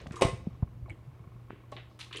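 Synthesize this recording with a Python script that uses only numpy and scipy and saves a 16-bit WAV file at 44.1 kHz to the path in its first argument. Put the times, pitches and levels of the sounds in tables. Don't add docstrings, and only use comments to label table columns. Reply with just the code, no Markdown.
import sys
import numpy as np
from scipy import signal
from scipy.fft import rfft, irfft
from scipy.io import wavfile

SR = 44100
rng = np.random.default_rng(int(sys.argv[2]) if len(sys.argv) > 2 else 0)


def materialize(psi):
    bounded = np.clip(np.atleast_2d(psi).T, -1, 1)
    quanta = np.round(bounded * 32767).astype(np.int16)
    wavfile.write(sys.argv[1], SR, quanta)


def natural_amplitude(level_db):
    exponent = np.asarray(level_db, float) / 20
    return 10 ** exponent


N = 97020


def rms_one(x):
    return x / np.sqrt(np.mean(x ** 2) + 1e-20)


def noise():
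    return rng.standard_normal(N)


def at_hz(points, hz):
    points = np.array(points, float)
    return np.interp(np.log(np.maximum(hz, 1)), np.log(points[:, 0]), points[:, 1])


def colour(x, spectrum):
    hz = np.arange(len(x) // 2 + 1) * SR / len(x)
    gain = natural_amplitude(at_hz(spectrum, hz)) * (hz > 0.7 * spectrum[0][0])
    return rms_one(irfft(rfft(x) * gain, len(x)))


def band(x, low_hz, high_hz):
    edges_hz = [low_hz, min(high_hz, 0.45 * SR)]
    return signal.sosfilt(signal.butter(2, edges_hz, "band", fs=SR, output="sos"), x)


def drift(rate_hz):
    r = np.exp(-2 * np.pi * rate_hz / SR)
    wander = signal.lfilter([1], [1, -2 * r, r * r], rng.standard_normal(N + SR))
    return rms_one(wander[SR:])


def since(start_s):
    return np.maximum(np.arange(N) / SR - start_s, 0)


def decay(seconds, t60_s):
    return natural_amplitude(-60 * seconds / t60_s)


def strike(times_s, levels_db, modes, tilt_db, spread_db, together_hz=0):
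    out = np.zeros(N)
    luck_db = spread_db * rng.standard_normal((len(times_s), len(modes)))
    for k, (hz, mode_db, t60_s) in enumerate(modes):
        level_db = levels_db + mode_db + luck_db[:, k] + tilt_db * (hz > 1500)
        sign = (-1) ** (k * (hz > together_hz))
        clicks = np.full(N, 1e-18)
        clicks[(times_s * SR).astype(int)] = natural_amplitude(level_db) * sign
        r, w = decay(1 / SR, t60_s), 2 * np.pi * hz / SR
        out += signal.lfilter([0, np.sin(w)], [1, -2 * r * np.cos(w), r * r], clicks)
    return out


def air():
    # frequency_hz, level_db
    air_spectrum = [(88, -59), (150, -12), (230, -11.5), (861, -19), (1060, -20.5), (1600, -27),
                    (2490, -29.5), (3690, -36.5), (9000, -52), (11700, -65), (19800, -120)]
    return natural_amplitude(-63 + 0.7 * drift(21)) * colour(noise(), air_spectrum)


def room(x):
    # frequency_hz, t60_s
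    reverb_times = [(200, 0.14), (1000, 0.25), (4000, 0.31), (12000, 0.33)]
    room_db, gap_s = -6.5, 0.0075
    late_db, late_longer, late_top_hz = -26, 3.95, 6000
    t = np.arange(SR) / SR
    white = rng.standard_normal((2, SR))
    tail = np.zeros(SR)
    for k, hz in enumerate(150 * 2 ** np.arange(0, 7, 0.5)):
        fall_db = -60 * t / at_hz(reverb_times, hz)
        late = natural_amplitude(late_db + fall_db / late_longer) * (hz < late_top_hz)
        echoes = band(white[k % 2], hz, np.sqrt(2) * hz)
        tail += echoes * (natural_amplitude(fall_db) + late) * (t > gap_s)
    return natural_amplitude(room_db) * signal.fftconvolve(x, tail / np.sqrt(np.sum(tail ** 2)))[:N]


def motor():
    # frequency_hz, level_db (rms)
    hum_lines = [(119.5, -54.5), (318, -72.5), (597, -89.5)]
    t = np.arange(N) / SR
    out = natural_amplitude(-61) * rms_one(band(noise(), 47.6, 95))
    for hz, db in hum_lines:
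        out += np.sqrt(2) * natural_amplitude(db + 2.5 * drift(3.5)) * np.sin(2 * np.pi * hz * t)
    return out


def gear():
    # start_s, peak_db
    teeth = [(0.1407, -45), (0.508, -57.5), (0.5476, -58.5), (0.6746, -55.5), (0.8593, -50.5),
             (0.9542, -63), (0.9886, -63), (1.1135, -60.5), (1.1482, -62), (1.1936, -58), (1.2398, -56),
             (1.275, -59.5), (1.3186, -61), (1.3628, -58.5), (1.3956, -64), (1.482, -58.5), (1.559, -58.5),
             (1.6033, -62.5), (1.6368, -58), (1.7674, -48.5), (1.872, -61.5), (1.9122, -56.5),
             (2.0655, -56), (2.111, -50), (2.146, -48.5)]
    # frequency_hz, level_db, t60_s
    gear_modes = [(1082, -0.5, 0.05), (1255, 6.5, 0.005), (2235, -11, 0.034), (360, -4.5, 0.077)]
    rub_s = 0.0014
    times_s, levels_db = np.transpose(teeth)
    swell = np.zeros(N)
    for start_s in times_s:
        next_s = np.min(times_s[times_s > start_s], initial=N)
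        u = since(start_s)
        swell += (u / rub_s).clip(0, 1) * (u < next_s - start_s)
    return swell * strike(times_s, levels_db + 4.5, gear_modes, 0, 1)


def grip():
    # time_s, level_db
    grip_levels = [(0.0, -53.5), (0.1, -43), (0.19, -58), (0.26, -38.5), (0.38, -48.5), (0.47, -48.5),
                   (0.73, -50), (0.88, -53.5), (1.08, -58), (1.4, -59.5), (1.54, -61.5), (2.2, -70)]
    times_s, levels_db = np.transpose(grip_levels)
    level_db = np.interp(np.arange(N) / SR, times_s, levels_db)
    return natural_amplitude(level_db + 1.5 * drift(7.2)) * rms_one(band(noise(), 40, 140))


def bumps():
    # start_s, peak_db, pitch_hz, fade_cycles
    hand_bumps = [(.068, -31.5, 118, 0.42), (0.11, -29, 128, 0.33), (0.25, -13.5, 86, 0.19),
                  (0.33, -28.5, 121, 0.74), (0.34, -36, 114, 0.51), (0.36, -41.5, 100, 1.2),
                  (.74, -42, 61, 0.7), (0.4688, -22.5, 181, 0.84), (0.63, -33.5, 560, 0.5),
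                  (0.06, -37, 540, 0.45), (1.757, -40, 190, 0.26), (0.6255, -15, 92, 0.39),
                  (0.82, -31.5, 64, 0.43), (0.9, -35.5, 87, 0.73), (1.063, -41.5, 136, 2.4),
                  (1.2, -40.5, 113, 0.69), (1.271, -37, 105, 0.39), (1.354, -46, 134, .6),
                  (1.53, -39, 180, 0.25), (1.5031, -37, 223, 0.52)]
    glide_cycles, glide_span = 0.17, 0.31
    out = np.zeros(N)
    for start_s, db, hz, fade_cycles in hand_bumps:
        cycles = since(start_s) * hz
        swell = (cycles / fade_cycles * np.exp(1 - cycles / fade_cycles)) ** 2
        glide = glide_cycles * (1 - np.exp(-cycles / glide_span))
        out -= natural_amplitude(db) * swell * np.sin(2 * np.pi * (cycles + glide))
    return out


def taps():
    # start_s, level_db, top_hz, fade_s
    case_taps = [
        (0.0679, -37, 3000, 0.013),
        (0.1077, -44, 2510, 0.039),
        (0.466, -32, 510, 0.037),
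        (0.624, -41.5, 1150, 0.068),
    ]
    white = noise()
    out = np.zeros(N)
    for start_s, db, top_hz, fade_s in case_taps:
        u = since(start_s)
        puff = white * (u > 0) * decay(u, fade_s)
        puff = band(band(puff, 230, top_hz), 18, top_hz)
        out += natural_amplitude(db) * np.sqrt(SR / 2 / top_hz) * puff
    return out


def snap():
    click = 1.0 * (np.arange(N) == int(1.5059 * SR))
    return natural_amplitude(-5) * band(band(click, 250, 1660), 46, 1660)


def latches():
    # start_s, peak_db, brightness_db
    knocks = [
        (.8975, -57.5, 10),
        (.9045, -62.5, 13.5),
        (1.7199, -43, -19),
        (1.7245, -43.5, -16),
        (1.7305, -50.5, -13),
        (2.151, -57, -22),
        (2.191, -48, -4),
    ]
    # frequency_hz, level_db, t60_s
    deck_modes = [(263, -14, 0.094), (410, -7, 0.038), (504, -1, 0.023), (598, -3, 0.16), (706, -2, 0.018),
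                  (800, -4.5, 0.095), (1104, -3.5, 0.055), (2232, 2.5, 0.043), (3000, -10, 0.017)]
    times_s, levels_db, bright_db = np.transpose(knocks)
    return strike(times_s, levels_db, deck_modes, bright_db, 6.1)


def squeak(grit):
    u = np.clip(since(0.166) / 0.042, 0, 1)
    return natural_amplitude(-59) * np.sin(np.pi * u) * rms_one(band(grit, 6600 - 90, 6600 + 90))


def linkage():
    # start_s, level_db,
    # centre_hz, width_octaves, fade_s
    metal_moves = [(0.00077, -50.5, 1400, 3.43, 0.062), (0.016, -56, 4400, 1.85, 0.011),
                   (0.071, -51.5, 3900, 2.6, 0.0061), (0.107, -56.5, 3600, 1.7, 0.0096),
                   (0.12, -53.5, 1310, 1.9, 0.48), (0.12, -49, 423, .3, 0.51), (0.13, -50, 334, 0.25, 0.26),
                   (.001, -53, 420, 1, 0.11), (0.056, -57, 650, 0.55, 0.37), (.912, -61, 2070, 0.54, 0.045),
                   (.92, -56.5, 310, 0.21, 0.04), (.162, -39, 1110, 0.33, 0.032),
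                   (.178, -42, 990, 0.2, 0.033), (0.12, -55, 5300, 1.9, .04),
                   (0.158, -48.5, 5000, 2.2, 0.034), (0.17, -52, 8000, 1.1, 0.014),
                   (0.9, -40.5, 322.7, 0.27, 0.019), (1.219, -50, 350, 0.44, 0.043),
                   (0.89, -63.5, 3950, 0.37, 0.0099), (0.53, -62, 1500, 3.1, 0.008),
                   (0.896, -58, 8350, 0.64, 0.014), (0.88, -49.5, 706, 0.86, 0.032),
                   (0.914, -63.5, 3020, 0.33, 0.024),
                   (1.497, -61, 1968, 1.38, 0.19), (1.51, -54, 350, 0.46, 0.14),
                 (1.899, -73, 4000, 1.27, 0.14), (1.717, -52, 6900, 3.7, 0.018),
                 (1.7208, -52.5, 2690, 1.5, 0.047), (1.7652, -42.5, 2130, 1.44, 0.019),
                 (1.764, -49, 4000, 0.22, 0.01), (1.774, -55, 2390, 0.83, 0.0067),
                 (1.725, -55, 800, .5, 0.025), (1.765, -52, 596, 1.2, 0.047),
                 (1.782, -53.5, 2010, 1.5, 0.073), (1.791, -61, 3700, 0.17, 0.028),
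                 (1.99, -50, 2640, 1.1, 0.032), (1.99, -52.5, 1160, 1.24, 0.051),
                 (1.991, -51, 7900, 2.7, 0.086), (2.002, -46, 3000, 1.47, 0.025),
                 (2.0081, -46, 3170, 1.3, 0.012), (2.014, -42.5, 2920, 1.2, 0.011),
                 (2.028, -51.5, 2870, 1.26, 0.05), (2.109, -50.5, 1500, 2, 0.027),
                 (2.128, -52, 1480, 1, 0.096), (2.1271, -39, 3100, 0.92, 0.013),
                 (2.127, -57.5, 6840, 1.6, 0.038), (2.136, -41.5, 2760, 0.96, 0.017),
                 (2.146, -46.5, 2540, 1, 0.036), (2.147, -46, 377, 0.8, 0.12),
                 (2.16, -37.5, 2820, 1.83, 0.0074), (2.173, -42, 3140, 0.51, 0.008),
                 (2.11, -58, 3300, .6, 0.032), (2.1697, -38, 3200, 1, 0.0096),
                 (2.168, -43.5, 8500, 0.86, .015), (2.183, -47, 3000, 1.4, 0.017),
                 (2.181, -62, 8500, 1.2, 0.027), (2.196, -45, 4000, 2.7, 0.02)]
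    grit = noise() * natural_amplitude(1.74 * drift(130))
    out = np.zeros(N)
    for start_s, db, hz, octaves, fade_s in metal_moves:
        i, spread = int(start_s * SR), 2 ** (max(octaves, 0.1) / 2)
        low_hz, high_hz = hz / spread, hz * spread
        burst = grit[i:i + SR // 4]
        burst = burst * decay(np.arange(len(burst)) / SR, 3 * fade_s)
        burst = band(band(burst, low_hz, high_hz), low_hz, high_hz)
        gain = natural_amplitude(db) * np.sqrt(SR / 2 / (min(high_hz, 0.45 * SR) - low_hz))
        out[i:i + len(burst)] += gain * burst
    out += squeak(grit)
    return signal.sosfilt(signal.butter(4, 10330, fs=SR, output="sos"), out)


def disc():
    # start_s, peak_db, brightness_db
    contacts = [
        (0.2114, -30.5, 13),
        (0.2141, -27, 0.5),
        (0.2199, -6.5, -2),
        (0.2219, -21.5, 2.5),
        (0.2255, -19, -29),
        (0.2301, -14, -8.5),
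        (0.2394, -29.5, -6),
        (0.2482, -22.5, 3.5),
        (0.267, -39, 16.5),
        (.285, -37.5, 10),
    ]
    # frequency_hz, level_db, t60_s
    platter_modes = [(292, -3.5, 0.074), (342, -15, 0.057), (413, -3, 0.085), (398, 2.5, 0.076),
                     (514.4, 1.5, 0.1), (672, 3, 0.083), (778, -2, 0.062), (1068, -5.5, 0.097),
                     (1198, -8, 0.051), (1750, -10, 0.037), (2026, -4, 0.074), (2250, -8.5, 0.078),
                     (2525, -16, 0.06), (2820, -22, 0.03)]
    # frequency_hz, level_db (per Hz)
    slap_spectrum = [(150, -34.5), (400, 5), (1000, -11.5), (1400, -19.5), (2290, -13.5), (6900, -27),
                     (8600, -20), (15000, -58)]
    times_s, levels_db, bright_db = np.transpose(contacts)
    platter = strike(times_s, levels_db - 19, platter_modes, bright_db - 2, 2.8, together_hz=900)
    puffs = np.zeros(N)
    for start_s, db, bright in contacts:
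        u = since(start_s)
        puffs += natural_amplitude(db + bright) * (u > 0) * decay(u, 0.039)
    return platter, natural_amplitude(-8.5) * puffs * colour(noise(), slap_spectrum)


def scene():
    ticks = gear() + latches()
    platter, slap = disc()
    bursts = linkage() + slap
    echoes = room(bursts + natural_amplitude(4.5) * platter + natural_amplitude(-13) * ticks)
    machine = motor() + ticks + platter + bursts
    handling = grip() + bumps() + taps() + snap()
    return (machine + echoes + handling + air())[None]


def low_pass(x):
    return signal.sosfilt(signal.butter(12, 15680, fs=SR, output="sos"), x)


def record(dry):
    hiss = natural_amplitude(-79) * rng.standard_normal(dry.shape)
    return low_pass(band(dry, 34.3, 11560) + hiss)


dry = scene()
out = record(dry)
materialize(out)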